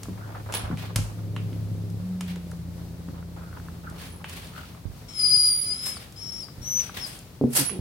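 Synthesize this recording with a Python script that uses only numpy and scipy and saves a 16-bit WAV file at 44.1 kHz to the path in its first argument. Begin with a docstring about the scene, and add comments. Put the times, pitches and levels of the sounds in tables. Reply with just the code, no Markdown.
"""A puppy growls low and steadily over a chew bone on a wooden floor, close to the microphone.
Two pairs of folds in its throat, the vocal folds and the slower false folds, beat together.
Teeth click and gnaw, the tongue smacks, paws and bone thump the boards, and dogs sniff and snort.
The growl fades into four thin whines, whistled through a tight voice box; two soft grunts follow.
A small, quiet room answers with a short echo."""
import sys
import numpy as np
from scipy import signal
from scipy.fft import rfft, irfft, next_fast_len
from scipy.io import wavfile
from scipy.ndimage import map_coordinates

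SR = 44100
rng = np.random.default_rng(int(sys.argv[2]) if len(sys.argv) > 2 else 0)


def unload_wav(signal):
    """Save mono or channel-first audio to the path in sys.argv[1] as 16-bit WAV at rate SR, clipped to [-1, 1]."""
    wavfile.write(
        sys.argv[1],
        SR,
        np.round(np.clip(np.atleast_2d(signal).T, -1, 1) * 32767).astype(np.int16),
    )


N = 344106
TIME = np.arange(N) / SR


def amp(db):
    """Turn decibels into a gain to multiply by."""
    return 10 ** (np.asarray(db) / 20)


def unit(x):
    """Scale a signal to an average strength (rms) of 1."""
    return x / np.sqrt(np.mean(x ** 2) + 1e-20)


def along(points, hz):
    """Read between (frequency, value) points on a log frequency scale."""
    freqs, values = np.transpose(points)
    return np.interp(np.log(hz + 1), np.log(freqs + 1), values)


def curves(rows):
    """Join a table's rows into one curve for each column after the time."""
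    times, *columns = np.transpose(rows)
    return [np.interp(TIME, times, column) for column in columns]


def gate(start, end, edge=.006):
    """1 from start to end, with soft edges."""
    return np.clip(np.minimum(TIME - start, end - TIME) / edge + 1, 0, 1)


def arch(start, length):
    """A rounded swell, zero outside its length."""
    return np.sqrt(np.abs(np.sin(np.pi * np.clip((TIME - start) / length, 0, 1))))


def wobble(rate):
    """A smooth curve through `rate` random values a second."""
    return map_coordinates(rng.standard_normal(int(N * rate / SR) + 4), [TIME * rate])


def cycles(hz):
    """The phase, in radians, of a wave whose pitch moves."""
    return 2 * np.pi * np.cumsum(hz) / SR


def filtered(x, response):
    """Multiply each frequency in x by response(frequency)."""
    n = x.shape[-1]
    padded = next_fast_len(n + 8192)
    return irfft(rfft(x, padded) * response(np.fft.rfftfreq(padded, 1 / SR)), padded)[..., :n]


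def band(x, lo_hz, hi_hz):
    """Keep the sound between two frequencies."""
    sos = signal.butter(2, [lo_hz, min(hi_hz, SR / 2 - 100)], "band", fs=SR, output="sos")
    return signal.sosfilt(sos, x)


def resonate(x, modes):
    """Make x ring at a few (frequency, width, level) peaks, at strength 1."""
    return unit(filtered(x, lambda hz: sum(
        amp(db) * (hz * width) ** 2 / ((peak ** 2 - hz ** 2) ** 2 + (hz * width) ** 2)
        for peak, width, db in modes)))


def add(track, start, sound):
    """Mix a sound into a track at a start time in seconds."""
    part = track[..., round(start * SR):][..., :sound.shape[-1]]
    part += sound[..., :part.shape[-1]]


def noise(spectrum):
    """Mono noise shaped by (frequency, level) points."""
    return unit(filtered(rng.standard_normal(N), lambda hz: amp(along(spectrum, hz))))


# How alike left and right sound: (frequency [Hz], likeness [0 to 1])
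LIKENESS = [(250, .95), (700, 0.5), (3000, 0.033)]

def wide_noise(spectrum):
    """Stereo noise, alike on both sides in the bass and less so in the treble."""
    def split(hz):
        angle = np.arccos(np.clip(along(LIKENESS, hz), -1, 1)) / 2
        return amp(along(spectrum, hz)) * [np.cos(angle), np.sin(angle)]
    mid, side = filtered(rng.standard_normal((2, N)), split)
    return unit(np.array([mid + side, mid - side]))


# The tone of the quiet room: (frequency [Hz], level [dB])
HUSH_TONE = [(25, -5.5), (123, 4), (317, -10), (1560, -23.5), (3100, -25.5), (4500, -24), (7000, -29),
             (16000, -29.5)]

def hush(level_db=-44.5):
    """A faint, low background noise that wavers a little."""
    return amp(level_db + wobble(8.6)) * wide_noise(HUSH_TONE) * amp([[1], [-1]])


# One long push of air: (time [s], effort [dB], vocal folds over false folds [dB])
GROWL_BREATH = [(0.02, -44.5, -14), (.8, -36.5, -5.5), (1.45, -31.3, -5), (1.96, -33, -2),
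                (2.09, -33.5, 10), (2.38, -32, 9), (2.47, -35, 2), (4.0, -38.8, 0.5), (5.2, -53, -1)]
# The vocal folds go higher while they carry the growl: (time [s], pitch [Hz])
VOCAL_PITCH = [(1.93, 171.2), (2.09, 185.1), (2.36, 176.5), (2.55, 170.5)]
# Where the throat rings behind the closed mouth: (frequency [Hz], width [Hz], level [dB])
THROAT_PEAKS = [(257.5, 28, 0), (304, 34, -1), (390, 26, -6.5)]
# The tone of air rasping in the throat: (frequency [Hz], level [dB])
RASP_TONE = [(35, -32), (60, -1.5), (130, 0), (200, -4), (550, -12.5), (1500, -63)]

def growl(jitter=0.0071, shimmer_db=1.9, unsteady_rate=36, flutter_hz=32, slacken_s=(1.97, 2.45)):
    """Vocal folds and the slower false folds beat together behind a closed mouth."""
    effort_db, lead_db = curves(GROWL_BREATH)
    falter_db = 4.5 * np.exp(-((TIME - 1.12) / 0.07) ** 2)  # a dip after the hardest bite
    effort = amp(effort_db - falter_db) * gate(GROWL_BREATH[0][0], GROWL_BREATH[-1][0], edge=0.058)
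    vocal_hz, = curves(VOCAL_PITCH)
    false_hz = np.interp(TIME, slacken_s, [104.86, 84.5])  # lower as the false folds slacken
    vocal_folds = np.sin(cycles(vocal_hz * (1 + jitter * wobble(unsteady_rate))))
    false_folds = np.sin(cycles(false_hz * (1 + 2 * jitter * wobble(unsteady_rate))))
    # loose tissue chops the false folds into throbs, more deeply once it slackens
    flutter = np.sin(cycles(flutter_hz * (1 + wobble(10) / 20)))
    depth = np.interp(TIME, slacken_s, [0.28, 0.58])
    throb = np.exp(depth * flutter - depth ** 2 / 2)
    voice = amp(lead_db + shimmer_db * wobble(unsteady_rate)) * vocal_folds
    voice += amp(shimmer_db * wobble(unsteady_rate)) * false_folds * throb
    combined = np.hypot(1, amp(lead_db))
    # the folds collide where both swings meet: the throat rings and the air rasps
    closing = unit(np.maximum(vocal_folds + false_folds, 0) ** 2)
    rings = amp(-19) * resonate(closing * throb * rng.standard_normal(N), THROAT_PEAKS)
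    rasp = amp(-10) * unit(noise(RASP_TONE) * (1 + .5 * closing) * throb)
    hoarse = (rings + rasp) / np.sqrt(combined)  # weaker while the vocal folds lead
    return effort * (np.sqrt(2) * amp(1) * voice / combined + hoarse)


def snap(db, lo_hz, hi_hz, t60, echo_db=-19, echo_t60=0.39):
    """A burst of noise scattered by the walls; t60 is the seconds it takes to fade by 60 dB."""
    t = np.arange(SR // 3) / SR
    direct = amp(-60 * t / t60) * (1 - np.exp(-t / 0.001)) * rng.standard_normal(len(t))
    burst = direct + amp(echo_db - 60 * t / echo_t60) * rng.standard_normal((2, len(t)))
    return amp(db) * unit(band(burst, lo_hz, hi_hz)) * np.std(burst)


# Teeth crack on the bone: (time [s], level [dB], bright tick over the crack [dB])
BONE_BITES = [(0.032, -41, 6.5), (0.523, -34, 2.5), (0.538, -28.5, 1.5), (0.772, -38.5, -7),
              (0.959, -24.5, 6.5), (1.363, -30, -15), (1.529, -44, -20), (2.208, -31.5, -1),
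              (2.358, -42, -4), (4.242, -29, -23), (7.694, -30.5, -11)]
# Light touches of claws and tooth tips: (time [s], level [dB])
LIGHT_TICKS = [(1.9, -44), (2.513, -39.5), (3.898, -40.5), (4.295, -34.5), (4.469, -40.5), (6.123, -42),
               (7.189, -35.5)]

def bites():
    """A bite knocks, cracks and ticks; a light touch only ticks."""
    out = np.zeros((2, N))
    for start, db, _ in BONE_BITES:
        add(out, start, snap(db + 2, lo_hz=570, hi_hz=1820, t60=0.019))  # hollow knock in the mouth
        add(out, start, snap(db + 4, lo_hz=2110, hi_hz=3250, t60=0.013))  # crack of the bone
    bite_ticks = [(start, db + bright_db + 4) for start, db, bright_db in BONE_BITES]
    for start, db in LIGHT_TICKS + bite_ticks:
        add(out, start, snap(db, lo_hz=3640, hi_hz=10650, t60=0.02))
    return out


# Wet smacks of tongue and lips: (time [s], level [dB])
LIP_SMACKS = [(0.056, -35), (0.35, -30), (0.669, -29), (0.712, -28.5), (2.517, -31.5), (3.087, -36.5),
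              (3.227, -37), (3.529, -31), (3.572, -31.5), (3.599, -35), (3.685, -30.5), (4.748, -36.5),
              (5.969, -29), (6.485, -33), (6.895, -24.5)]

def smacks(ring_hz=1300, spread=0.068, ring_t60=0.0065):
    """The tongue pulls free and rings the mouth briefly, at a slightly different pitch each time."""
    out, t = np.zeros((2, N)), np.arange(SR // 20) / SR
    for start, db in LIP_SMACKS:
        hz = ring_hz * np.exp(spread * rng.standard_normal())
        ring = np.sin(2 * np.pi * hz * t) * amp(-60 * t / ring_t60) * (1 - np.exp(-t * hz))
        add(out, start, amp(db - 4) * ring / np.abs(ring).max())
        add(out, start, snap(db - 8, lo_hz=690, hi_hz=1600, t60=0.017))  # tiny splash
    return out


# Blows on the floor: (time [s], level [dB], pitch [Hz], left over right [dB], bounce over blow [dB])
FLOOR_BLOWS = [(0.085, -24.5, 186, 1, -7), (0.636, -23, 83, 0, -10), (0.702, -20.5, 174, 1.5, -1),
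               (0.962, -16, 102, 0.5, 0), (3.084, -27, 172.7, 2, -17), (4.854, -24, 91.5, -15.5, -27),
               (6.581, -28, 84.7, -2, -6), (7.412, -10.5, 274.8, 1.5, 0.5), (7.791, -20, 106, -0.5, -3)]
# The notes of a board: (pitch multiple [ratio], level [dB], fade time [s])
BOARD_NOTES = [(0.551, -12.5, 0.35), (1.002, -4, 0.2), (1.42, -4.5, 0.046)]

def thumps(scuff_db=-11, scuff_t60=0.14, contact_s=0.00064, bounce_s=0.027, bounce_pitch=.87):
    """Soft blows land and bounce once, ringing the boards at a pitch that depends on the spot."""
    out, t = np.zeros((2, N)), np.arange(SR // 2) / SR
    onset = 1 - np.exp(-(t / contact_s) ** 2)
    for start, db, pitch_hz, side_db, bounce_db in FLOOR_BLOWS:
        pan = amp([[side_db / 2], [-side_db / 2]])
        for delay, hit_db, hz in (0, db, pitch_hz), (bounce_s, db + bounce_db, pitch_hz * bounce_pitch):
            ring = sum(amp(note_db + rng.normal() - 60 * t / t60) * np.sin(2 * np.pi * hz * ratio * t)
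                       for ratio, note_db, t60 in BOARD_NOTES)
            rub = band(rng.standard_normal(len(t)), hz, 2 * hz)
            scuff = amp(scuff_db - 60 * t / scuff_t60) * unit(band(rub, hz, 2 * hz))
            add(out, start + delay, amp(hit_db) * (ring + scuff) * onset * pan)
    return out


def grains(per_second, t60):
    """Tiny fading bursts of noise at random moments."""
    t = np.arange(SR // 20) / SR
    pops = (rng.random(N) < per_second / SR) * rng.random(N)
    return signal.fftconvolve(pops, amp(-60 * t / t60))[:N] * rng.standard_normal((2, N))


# Spells of gnawing: (middle [s], half length [s], level [dB])
CHEW_SPELLS = [(0.598, 0.43, -42), (3.724, 0.55, -55.5)]
# A wet mouth slides on the bone: (time [s], length [s], level [dB])
WET_SLIDES = [(0.202, 0.071, -48.5), (3.36, 0.23, -54.5), (3.836, 0.092, -43.5), (4.52, 0.14, -45)]

def gnawing(idle_db=-63):
    """Chewing makes small wet crunches, faint between spells, and sliding makes squelches."""
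    chewing = amp(idle_db)
    for middle, half, db in CHEW_SPELLS:
        chewing += amp(db) * np.exp(-((TIME - middle) / half) ** 2)
    sliding = sum(amp(db) * arch(start, length) for start, length, db in WET_SLIDES)
    crunch = unit(band(grains(per_second=90, t60=.09), 417, 1340))
    squelch = unit(band(grains(per_second=1000, t60=0.013), 1230, 1540))
    return chewing * crunch + sliding * squelch


# Puffs of air through a nose, and at 2.28 s a soft wash of echo after a bite:
# (peak time [s], rise [s], fall [s], hiss [dB], throat [dB])
AIRY_SWELLS = [(0.539, 0.0071, 0.036, -47, -34), (0.808, 0.036, 0.062, -74, -45),
               (2.28, 0.018, 0.04, -70, -47), (4.04, 0.067, 0.041, -60, -47.5),
               (4.335, 0.065, 0.12, -57.5, -47.5), (5.875, 0.044, 0.025, -41.5, -42.5),
               (6.02, 0.06, 0.054, -63, -52), (4.59, 0.044, 0.12, -79, -53),
               (6.82, 0.048, 0.07, -57.5, -46.5), (6.98, 0.029, 0.021, -53, -36.5),
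               (7.09, 0.06, 0.078, -50.5, -48), (7.584, 0.042, 0.031, -28, -32.5)]
# A narrowed nostril whistles: (time [s], level [dB], length [s])
NOSE_WHISTLES = [(0.541, -33.5, 0.044), (4.082, -54, 0.11), (7.646, -30.5, 0.065)]
# The tone of the hiss in the nostrils: (frequency [Hz], level [dB])
NOSTRIL_TONE = [(2500, -47), (4500, 1.5), (7000, -0.5), (9200, 7.5), (12500, 2), (16000, -10)]
# The tone of breath in the throat: (frequency [Hz], level [dB])
AIRWAY_TONE = [(250, -2), (550, 3.5), (1300, 2.5), (3000, 5), (4500, 1.5), (7000, -7.5)]

def sniffs(flicker_db=6.0, whistle_width=0.012):
    """Air swirls through nose and throat, sometimes whistling; one soft swell is a bite's echo."""
    def fuzzy_tone(hz):
        return unit(band(rng.standard_normal((2, N)), hz * (1 - whistle_width), hz * (1 + whistle_width)))
    hiss, throat = np.zeros((2, N))
    for peak, rise, fall, hiss_db, throat_db in AIRY_SWELLS:
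        before, after = np.maximum(peak - TIME, 0), np.maximum(TIME - peak, 0)
        swell = np.exp(-(before / rise) ** 2 - (after / fall) ** 1.7)
        hiss += amp(hiss_db + 5) * swell
        throat += amp(throat_db + 2) * swell
    whistling = sum(amp(db) * arch(start, length) for start, db, length in NOSE_WHISTLES)
    whistle = whistling * (fuzzy_tone(hz=10250) + amp(-11) * fuzzy_tone(hz=9400))
    rush = hiss * wide_noise(NOSTRIL_TONE) + throat * wide_noise(AIRWAY_TONE)
    return (rush + whistle) * amp(flicker_db * np.tanh(wobble(110)))


def short_whine(start, length, top_hz, db, fade_db, onset_db=-48.5, octave_db=-15, air_db=-45.5):
    """The shape of a short whine: it swells and slides up, then drops in pitch as the air stops."""
    since, left = np.maximum(TIME - start, 0), np.maximum(start + length - TIME, 0)
    ending = np.exp(-(left / 0.019) ** 2)
    hz = top_hz * (1 - 0.08 * np.exp(-since / 0.026) - 0.125 * ending)
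    level_db = db + (onset_db - db) * np.exp(-(since / 0.046) ** 2) - fade_db * ending
    return hz, level_db, octave_db, air_db, gate(start, start + length)


# The long first whine: (time [s], pitch [Hz], level [dB], octave over main note [dB])
FIRST_WHINE = [(5.086, 5430, -48, -12), (5.122, 5400, -53, -13), (5.203, 4952, -25.5, -5.5),
               (5.339, 4916, -22, -4.5), (5.489, 4885, -23, -3), (5.517, 4748, -26.5, -1),
               (5.641, 4910, -41.5, 11), (5.729, 4950, -30, -7), (5.748, 5057, -40, -1.5),
               (5.899, 5120, -35.5, -9), (5.956, 5050, -49.5, 1), (5.977, 4550, -46.5, 0.5)]
# The short whines after it: (time [s], length [s], top pitch [Hz], level [dB], final fade [dB])
SHORT_WHINES = [(6.164, 0.28, 5446, -40, 0), (6.621, 0.22, 5973, -28, 24), (6.991, 0.06, 5670, -21.5, 6)]
# Where air rings in the muzzle: (frequency [Hz], width [Hz], level [dB])
MUZZLE_PEAKS = [(1300, 230, 11.5), (2200, 370, 12), (3166, 370, 12.5), (4030, 480, 11.5), (7420, 3200, 7)]

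def whines(hop=0.00293, quaver=0.00151, shimmer_db=0.8, ragged_db=1.8, long_air_db=-40, jet_ratio=1.16):
    """The tight voice box whistles a thin note with two overtones, while air rushes in the muzzle."""
    tone, air, jet = np.zeros((3, N))
    long_whine = (*curves(FIRST_WHINE), long_air_db, gate(FIRST_WHINE[0][0], FIRST_WHINE[-1][0]))
    shapes = [long_whine] + [short_whine(*row) for row in SHORT_WHINES]
    for hz, db, octave_db, air_db, sounding in shapes:
        weakness = np.interp(db, [-52, -43, -24], [1.8, .5, .2])  # a weak whine turns ragged
        hops = hop * np.tanh(10 * wobble(20))  # the pitch jumps up and down
        phase = cycles(hz * (1 + hops + quaver * wobble(60) + .0045 * weakness * wobble(700)))
        note = amp(shimmer_db * wobble(90)) * np.sin(phase)
        overtones = np.sin(2 * phase) + amp(-19) * np.sin(3 * phase)
        overtones *= amp(octave_db + shimmer_db * wobble(90))
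        tone += amp(db + 5 + ragged_db * weakness * wobble(220)) * (note + overtones) * sounding
        airflow = amp(0.2 * db) * sounding
        air += amp(air_db) * airflow
        # the jet of air hisses just above the whistle, harder at high pitch
        jet_gain = amp(long_air_db - 8) * (hz / FIRST_WHINE[2][1]) ** 2
        jet += jet_gain * airflow * wobble(1300) * np.sin(jet_ratio * phase)
    return tone + jet + air * resonate(rng.standard_normal((2, N)), MUZZLE_PEAKS)


# Which side each pitch favours once the head has turned: (frequency [Hz], left over right [dB])
HEAD_SIDES = [(2000, 0.5), (5500, 10.5), (8000, 8), (10000, -17), (15000, -7)]

def head_turn(x, turn_s=(4.7, 5.05), lag_s=.00022):
    """The puppy turns its head as the growl ends, so its sound reaches the right side first."""
    def left_right(hz):
        gains = amp(np.outer([.5, -.5], along(HEAD_SIDES, hz)))
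        delays = np.exp(np.outer([-1, 1], 1j * np.pi * hz * lag_s))
        return gains / np.sqrt(np.mean(gains ** 2, axis=0)) * delays
    turned = np.interp(TIME, turn_s, [0, 1])
    return (1 - turned) * x + turned * filtered(x, left_right)


# Soft grunts: (time [s], length [s], starting pitch [Hz], level [dB])
SOFT_GRUNTS = [(7.581, 0.0574, 172, -28), (7.698, 0.105, 218.6, -36)]

def grunts(sag=0.3, rasp_db=-12):
    """Short, rough hums whose pitch sags as the air runs out."""
    out = np.zeros(N)
    rasp = amp(rasp_db) * unit(band(rng.standard_normal(N), lo_hz=240, hi_hz=575))
    for start, length, hz, db in SOFT_GRUNTS:
        progress = np.clip((TIME - start) / length, 0, 1)
        phase = cycles(hz * (1 - sag * progress + wobble(150) / 10))
        hum = np.sin(phase) + np.sin(2 * phase)
        out += amp(db) * arch(start, length) * (hum + rasp * (1 + np.sin(phase)))
    return out


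# How long the room rings: (frequency [Hz], time to fade by 60 dB [s])
ECHO_TIMES = [(150, 0.27), (3000, 0.44), (14000, 0.2)]

def room(x):
    """The room's echo, different on each side and shortest in the high treble."""
    hz, t, spectrum = signal.stft(rng.standard_normal((2, SR // 2)), SR, nperseg=256)
    fade = amp(-60 * t / along(ECHO_TIMES, hz)[:, None])
    _, tail = signal.istft(spectrum * fade, SR, nperseg=256)
    tail = np.pad(tail, ((0, 0), (SR // 300, 0)))  # the echo arrives a moment late
    return signal.fftconvolve(x * np.ones((2, 1)), tail / np.linalg.norm(tail[0]), axes=1)[:, :N]


def scene():
    """Dogs, bone and boards over the hush of the room."""
    whining, sniffing = head_turn(whines()), head_turn(sniffs())
    mouth = bites() + smacks() + gnawing()
    low_sounds = (growl() + grunts() + thumps()) * amp([[-.5], [.5]])  # slightly to the right
    echo = room(amp(-7.5) * whining + amp(-2.5) * sniffing + amp(-8.5) * low_sounds)
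    return whining + sniffing + mouth + low_sounds + echo + hush()


def record(dry, low_cut_hz=42, top_hz=16100):
    """The microphone sheds the deepest bass, and the very highest treble is cut off."""
    low_cut = signal.butter(3, low_cut_hz, "high", fs=SR, output="sos")
    return filtered(signal.sosfilt(low_cut, dry), lambda hz: hz < top_hz)


dry = scene()
out = record(dry)
unload_wav(out)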